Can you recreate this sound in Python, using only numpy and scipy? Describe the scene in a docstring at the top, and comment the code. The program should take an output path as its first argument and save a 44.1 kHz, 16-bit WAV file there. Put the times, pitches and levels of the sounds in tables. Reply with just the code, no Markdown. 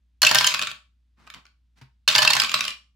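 """Dice tower on a table

Two plastic dice drop twice through a small plastic tower in a small room, heard from close by in stereo.
They knock down its baffles (noise cracks, shell modes and brief wall rings), then click in the tray.
Sparse grains make the slides; between rolls a hand gathers the dice, rubs and bumps the tower's rim.
A diffuse tail gives the room; mains hum and soft noise lie beneath."""
import sys
import numpy as np
from scipy import signal
from scipy.fft import rfft, irfft, next_fast_len
from scipy.io import wavfile

SR = 44100
rng = np.random.default_rng(int(sys.argv[2]) if len(sys.argv) > 2 else 0)


def store_pcm(level_fs):
    """Save levels as 16-bit WAV."""
    pcm = np.round(np.clip(level_fs, -1, 1) * 32767).astype(np.int16)
    wavfile.write(sys.argv[1], SR, np.atleast_2d(pcm).T)


N = 130095  # samples, 2.95 s
HIT_SAMPLES = 8192
AGE = np.arange(HIT_SAMPLES) / SR  # seconds since a blow
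BODY_EDGE_HZ, SNAP_EDGE_HZ = 2050, 6660  # body lies below, snap above, the middle between
WIDTH, SNAP_WIDTH = 0.5, 0.9  # stereo spread: 0 is mono


def from_db(db):
    """Decibels to gain."""
    return 10 ** (np.asarray(db) / 20)


def at_hz(points, hz, axis=1):
    """Read a column of a table on a log-frequency axis."""
    table = np.array(points, float)
    return np.interp(np.log(hz + 1), np.log(table[:, 0]), table[:, axis])


def colour(x, points):
    """Causal (minimum-phase) filter with the given spectrum, made by folding its cepstrum."""
    n = 2 * next_fast_len(x.shape[-1])
    gain = from_db(at_hz(points, np.fft.rfftfreq(n, 1 / SR)))
    cepstrum = irfft(np.log(gain))
    cepstrum[1:n // 2] *= 2
    cepstrum[n // 2 + 1:] = 0
    response = np.exp(rfft(cepstrum))
    return irfft(rfft(x, n) * response)[..., :x.shape[-1]]


def stereo_noise(count, width):
    """Left and right noise, partly shared."""
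    mid, side = rng.standard_normal((2, count))
    return np.array([mid + width * side, mid - width * side]) / np.sqrt(1 + width ** 2)


def add(out, s, sound):
    """Mix a sound in at a time in seconds."""
    i = int(s * SR)
    out[:, i:i + sound.shape[-1]] += sound[:, :N - i]


# A die strikes inside the tower. Each row: start in seconds, level in dB, body in dB re level,
# snap in dB re level, pitch of the struck wall in Hz, its ring in dB re the crack's middle before trims.
TOWER_HITS = [(0.218, -17.5, -4, -2, 4170, -6.5), (0.2294, -12, -15.5, -11, 4310, -0.5),
              (0.235, -18, -1, -12, 1550, -4), (0.248, -12, -12.5, -14.5, 2800, -9),
              (0.266, -11.5, -20, -11, 2660, 7.5), (0.27, -8.5, -18, -21, 2672, 4),
              (0.291, -21, -12, -13, 4480, -3), (0.312, -15.5, -2, -9, 1826, -5.5),
              (0.3465, -15.5, -4, -3, 3640, -3), (0.3538, -12.5, -7.5, -14, 1840, -6.5),
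              (0.3848, -12, -31, -13.5, 3115, -5.5), (0.409, -20, -1, -8.5, 2214, -4),
              (0.4432, -14, -11, -10, 3127, -1.5), (0.467, -20.5, -9.5, 0.5, 3034, 5.5),
              (0.4721, -13, -17.5, -13.5, 3127, -7), (2.077, -12.5, -9.5, -11, 4223, -3.5),
              (2.0836, -14.5, -19.5, -10.5, 3680, -6.5), (2.088, -14.5, -14, -15, 3655, -2),
              (2.151, -10, -9.5, -20.5, 3670, -11), (2.159, -17, -3, -7.5, 2810, -2),
              (2.181, -13, -13.5, -15, 4770, -3.5), (2.188, -16.5, -2.5, -10.5, 3000, 9),
              (2.2193, -13.5, -5.5, -15.5, 4350, -8), (2.2275, -16, -5.5, -11.5, 4360, -23.5),
              (2.249, -15.5, -3.5, -13.5, 1610, -10), (2.2753, -9.5, -15, -18.5, 2690, 1),
              (2.303, -16.5, -4, -9, 4380, 3), (2.307, -18.5, -7.5, -11.5, 3680, 2),
              (2.333, -14, -19, -10, 2780, -10), (2.351, -28.5, 5, 1, 2700, -16.5),
              (2.366, -19, -1, -10.5, 2120, -11), (2.3987, -13.5, -14, -11, 5090, -2.5)]
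# Resonances of the tower's shell. Each row: frequency in Hz, level in dB.
TOWER_MODES = [(619, -11.5), (855, -13), (1000, -9), (1135, -14), (1567, -5.5), (1730, -6.5), (1815, -8),
               (2160, -18), (3110, -15), (4290, -12)]
# Common colour of a contact in the tower. Each row: frequency in Hz, gain in dB.
TOWER_COLOUR = [(480, -26), (700, -9.5), (1100, -3), (2400, -7), (2750, 2), (3700, -1.5), (3970, -5.5),
                (4300, 3.5), (5800, -5), (7500, -7.5), (8600, -15.5), (10000, -15.5), (16000, -23.5)]
TOWER_DETUNE = 0.004  # share by which modes shift with the place struck


def tower(crack_db, body_gain_db, snap_gain_db, wall_db, wall_t60, table_db):
    """The knocks (a crack, the whole shell, a thud in the table) and, apart, the brief wall rings."""
    knocks, walls = np.zeros((2, 2, N))
    for s, db, body, snap, wall_hz, ring_db in TOWER_HITS:
        # crack and wall split the energy of the middle band
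        wall_share = 1 / (1 + from_db(-2 * ring_db))
        middle_db = db + crack_db + 10 * np.log10(1 - wall_share)
        levels = [db + body + body_gain_db, middle_db, db + snap + snap_gain_db]
        wall_gain = from_db(db + wall_db) * np.sqrt(wall_share)
        add(walls, s, wall_gain * ring(wall_hz, wall_t60, WIDTH))
        add(knocks, s, crack(TOWER_COLOUR, levels, hold_s=0.0028, t60=0.021))
        add(knocks, s, shell(TOWER_MODES, db + body, middle_db, WIDTH, TOWER_DETUNE))
        add(knocks, s, thud(db + body + table_db, 0, TOWER_DETUNE))
    return knocks, walls


# A die lands, tips over or is picked up in the tray.
# Each row: start in seconds, level in dB, body in dB re level.
TRAY_HITS = [(0.5175, -29.5, -1.5), (0.5399, -21.5, -10), (0.545, -20.5, -7), (0.5924, -23, -5),
             (0.615, -24, -6), (0.6226, -22, -9), (0.6317, -27, -7), (0.6706, -25.5, -6.5),
             (0.714, -33.5, -5), (1.268, -53, -3), (1.274, -49.5, 2), (1.301, -40.5, -6.5),
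             (1.339, -41.5, -8), (1.3444, -42, -5.5), (1.453, -54.5, -3), (1.465, -55, -9),
             (2.418, -17, -9.5), (2.435, -24.5, -4.5), (2.4452, -23, -9.5), (2.4936, -24, -14.5),
             (2.516, -24.5, -9), (2.541, -14, -7), (2.549, -26, -8), (2.592, -28.5, -5),
             (2.6069, -19, -9.5), (2.64, -28, -9), (2.6512, -25, -9.5), (2.6792, -22.5, -14),
             (2.704, -33, -14)]
# Resonances of the tray. Each row: frequency in Hz, level in dB.
TRAY_MODES = [(600, -18.5), (1140, -8.5), (1270, -10.5), (1520, -8.5), (2420, -9.5), (3070, -13.5)]
# Common colour of contacts and slides. Each row: frequency in Hz, gain in dB.
TRAY_COLOUR = [(480, -17.5), (900, -13), (1150, 1.5), (1900, -6.5), (2500, 1.5), (4800, -3), (6000, -11),
               (7400, -7), (8500, -18.5), (16000, -27.5)]
TRAY_DETUNE = 0.022  # share by which modes shift with the place where a die lands


def tray(crack_db, body_gain_db, snap_db, table_db, lowest_db):
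    """Shorter, drier clicks on the tray floor: a crack, the tray's modes and a thud in the table."""
    out = np.zeros((2, N))
    for s, db, body in TRAY_HITS:
        levels = [db + body + body_gain_db, db + crack_db, db + snap_db]
        add(out, s, crack(TRAY_COLOUR, levels, hold_s=0.00094, t60=0.021))
        add(out, s, shell(TRAY_MODES, db + body, db, WIDTH, TRAY_DETUNE))
        add(out, s, thud(db + body + table_db, lowest_db, TRAY_DETUNE))
    return out


CONTACT_S = 0.0069  # a crack's energy is that of its level held for this time


def crack(points, levels_db, hold_s, t60):
    """The dense, quickly dying modes of a hard plastic contact, as body, middle and snap."""
    attack = 1 - np.exp(-AGE / 0.00018)
    envelope = attack * from_db(-60 * np.maximum(AGE - hold_s, 0) / t60)
    points = struck_colour(points)
    bands = [(BODY_EDGE_HZ, "low"), ([BODY_EDGE_HZ, SNAP_EDGE_HZ], "band"), (SNAP_EDGE_HZ, "high")]
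    out = 0
    for (edge, kind), db in zip(bands, levels_db):
        width = SNAP_WIDTH if kind == "high" else WIDTH
        burst = colour(stereo_noise(HIT_SAMPLES, width) * envelope, points)
        part = signal.sosfilt(signal.butter(4, edge, kind, fs=SR, output="sos"), burst)
        rms = np.sqrt(np.sum(part ** 2) / (2 * CONTACT_S * SR))
        out = out + from_db(db) * part / rms
    return out


CRACK_PATCHES, CRACK_SPREAD_DB = 44, 4  # points along the spectrum, random spread of each


def struck_colour(points):
    """Each blow meets another spot and so lifts its own broad resonances out of the common colour."""
    hz = np.geomspace(points[0][0], points[-1][0], CRACK_PATCHES)
    lift_db = CRACK_SPREAD_DB * rng.standard_normal(CRACK_PATCHES)
    return np.column_stack([hz, at_hz(points, hz) + lift_db])


LOW_T60_S, T60_FALL = 0.2, 0.21  # decay time at 100 Hz, power by which it falls with frequency
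MODE_SPREAD_DB = 5.5


def shell(modes, body_db, level_db, width, detune):
    """Each blow shares its energy among slightly shifted modes; low ones follow the body of the blow."""
    shares = from_db(MODE_SPREAD_DB * rng.standard_normal(len(modes)))
    shares = shares / np.sqrt(np.mean(shares ** 2))
    out = 0
    for (hz, db), share in zip(modes, shares):
        strength = share * from_db(db + (body_db if hz < BODY_EDGE_HZ else level_db))
        t60 = LOW_T60_S * (hz / 100) ** -T60_FALL
        out = out + strength * ring(hz * (1 + detune * rng.normal()), t60, width)
    return out


# The table top under tower and tray; the bump plays its first row too.
# Each row: frequency in Hz, level in dB.
TABLE_MODES = [(130, -21.5), (195, -30), (240, -29)]


def thud(level_db, lowest_db, detune):
    """The table top answers a blow in a few low modes; the lowest has its own trim."""
    out = 0
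    for k, (hz, db) in enumerate(TABLE_MODES):
        gain = from_db(level_db + db + (lowest_db if k == 0 else 0))
        out = out + gain * ring(hz * (1 + detune * rng.normal()), LOW_T60_S, 0)
    return out


def ring(hz, t60, width):
    """One decaying mode, reaching the two microphones with different phases unless width is 0."""
    phase = rng.uniform(0, 2 * np.pi) + width * rng.normal() * np.array([[1], [-1]])
    onset = (1 - np.exp(-2 * AGE * hz)) ** 2
    return np.sin(2 * np.pi * hz * AGE + phase) * from_db(-60 * AGE / t60) * onset


# Dice slide and roll.
# Each row: start in seconds, length in seconds, level in dB, body in dB re level.
SCRAPES = [(.222, .25, -28.5, 1), (.478, 0.063, -31, -1), (.55, 0.17, -43.5, 3.5), (2.092, .064, -25.5, -1),
           (2.16, 0.32, -32.5, 0.5), (2.48, 0.24, -37.5, -3)]


def scrapes():
    """Dice slide and roll in sparse plastic grains."""
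    return friction(SCRAPES, TRAY_COLOUR, grains_per_s=1300, fade_s=0.008)


# Fingers rub on the dice and the tower.
# Each row: start in seconds, length in seconds, level in dB, body in dB re level.
RUBS = [(1.165, 0.14, -62, 3), (1.335, 0.066, -54.5, 6.5), (1.755, 0.059, -55, -5)]
# Dull colour of skin, also of the pat on the rim. Each row: frequency in Hz, gain in dB.
RUB_COLOUR = [(80, -1.5), (220, 3), (480, -14), (1050, -4.5), (5000, -16), (14000, -36)]


def rubs():
    """Skin makes a fine rustle that swells and fades."""
    return friction(RUBS, RUB_COLOUR, grains_per_s=5000, fade_s=0.034)


def friction(strokes, points, grains_per_s, fade_s):
    """Runs of tiny contacts as surfaces slide or roll; each stroke has its own weight of body."""
    t = np.arange(N) / SR
    clicks = (rng.random(N) < grains_per_s / SR) * from_db(rng.exponential(1, N))
    decay = np.exp(-1 / (0.0006 * SR))  # each grain dies with a 0.6 ms time constant
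    envelope = signal.lfilter([1], [1, -decay], clicks)
    grains = colour(stereo_noise(N, WIDTH) * envelope, points)
    body = signal.sosfiltfilt(signal.butter(2, BODY_EDGE_HZ, fs=SR, output="sos"), grains)
    out = 0
    for s, length, db, body_db in strokes:
        fade = np.clip(np.minimum(t - s, s + length - t) / fade_s, 0, 1)
        out = out + from_db(db) * fade * (grains - body + from_db(body_db) * body)
    return out / grains.std()


BUMP_S, BUMP_DB, PAT_DB = 1.812, -37.5, -28.5  # time in seconds, table and pat gains in dB


def bump(pat_t60, thud_t60, rise_s):
    """The hand softly meets the rim: a dull pat swells, and the table's lowest mode answers."""
    out = np.zeros((2, N))
    pat = colour(stereo_noise(HIT_SAMPLES, WIDTH) * from_db(-60 * AGE / pat_t60), RUB_COLOUR)
    answer = ring(TABLE_MODES[0][0], thud_t60, 0)
    swell = 1 - np.exp(-AGE / rise_s)
    add(out, BUMP_S, swell * (from_db(BUMP_DB) * answer + from_db(PAT_DB) * pat))
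    return out


# The small room's tail. Each row: frequency in Hz, level in dB, 60 dB decay time in seconds.
ROOM = [(129.8, -13.5, .25), (495.5, -6, 0.29), (1320, -4, .27), (3000, -3, 0.25), (6000, -9, 0.31),
        (13000, -7, .21)]
ROOM_DELAY_S, ROOM_BUILD_S = 0.0032, 0.006


def room(x):
    """A short diffuse tail of noise in octave bands, each with its own level and decay."""
    t = np.arange(SR // 2) / SR
    hz = np.fft.rfftfreq(len(t), 1 / SR)
    noise = rfft(stereo_noise(len(t), width=0.75))
    build = np.clip((t - ROOM_DELAY_S) / ROOM_BUILD_S, 0, 1)
    response = 0
    for centre in 62.5 * 2 ** np.arange(9):
        inside = (hz >= centre / np.sqrt(2)) & (hz < centre * np.sqrt(2))
        band = irfft(noise * inside, len(t))
        envelope = from_db(-60 * t / at_hz(ROOM, centre, axis=2)) * build
        gain = from_db(at_hz(ROOM, centre)) / np.sqrt(np.sum(envelope ** 2))
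        response = response + gain * band * envelope
    return signal.fftconvolve(x, response, axes=1)[:, :N]


# Low room noise at the microphones. Each row: frequency in Hz, gain in dB.
FLOOR = [(25, -80), (55, -52.5), (85, -52.5), (260, -64), (450, -82.5), (3600, -79.5), (16000, -100)]
HUM_HZ, HUM_DB = 59.6, -63  # RMS level before the final bass cut


def background():
    """Faint mains hum as one sine, and low room noise."""
    hum = np.sqrt(2) * from_db(HUM_DB) * np.sin(2 * np.pi * HUM_HZ * np.arange(N) / SR)
    return hum + colour(stereo_noise(N, width=0.4), FLOOR)


# Tilt of the left microphone; the right gets the opposite. Each row: frequency in Hz, gain in dB.
PAN_DB = [(2000, 0.35), (10000, -1.4)]


def scene():
    """Dice, hand and room from close by; the ringing walls sound mostly straight at the microphone."""
    knocks, walls = tower(crack_db=-1.0, body_gain_db=-2, snap_gain_db=1.5,
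                          wall_db=7.5, wall_t60=0.045, table_db=2)
    clicks = tray(crack_db=-1.77, body_gain_db=0.5, snap_db=-11.0, table_db=7.5, lowest_db=-5.5)
    hand = rubs() + bump(pat_t60=0.08, thud_t60=0.16, rise_s=0.0025)
    direct = knocks + clicks + scrapes() + hand
    left, right = direct + walls + room(direct + from_db(-7) * walls)
    opposite = [(hz, -db) for hz, db in PAN_DB]
    return np.array([colour(left, PAN_DB), colour(right, opposite)]) + background()


def record(dry):
    """The deepest bass is cut, the highest peaks are rounded, then the top is cut."""
    thinned = signal.sosfilt(signal.butter(4, 48, "high", fs=SR, output="sos"), dry)
    rounded = thinned / (1 + (thinned / 0.9) ** 6) ** (1 / 6)
    # 60 dB down from 16.6 kHz
    return signal.sosfilt(signal.cheby2(16, 60, 16600, fs=SR, output="sos"), rounded)


dry = scene()
out = record(dry)
store_pcm(out)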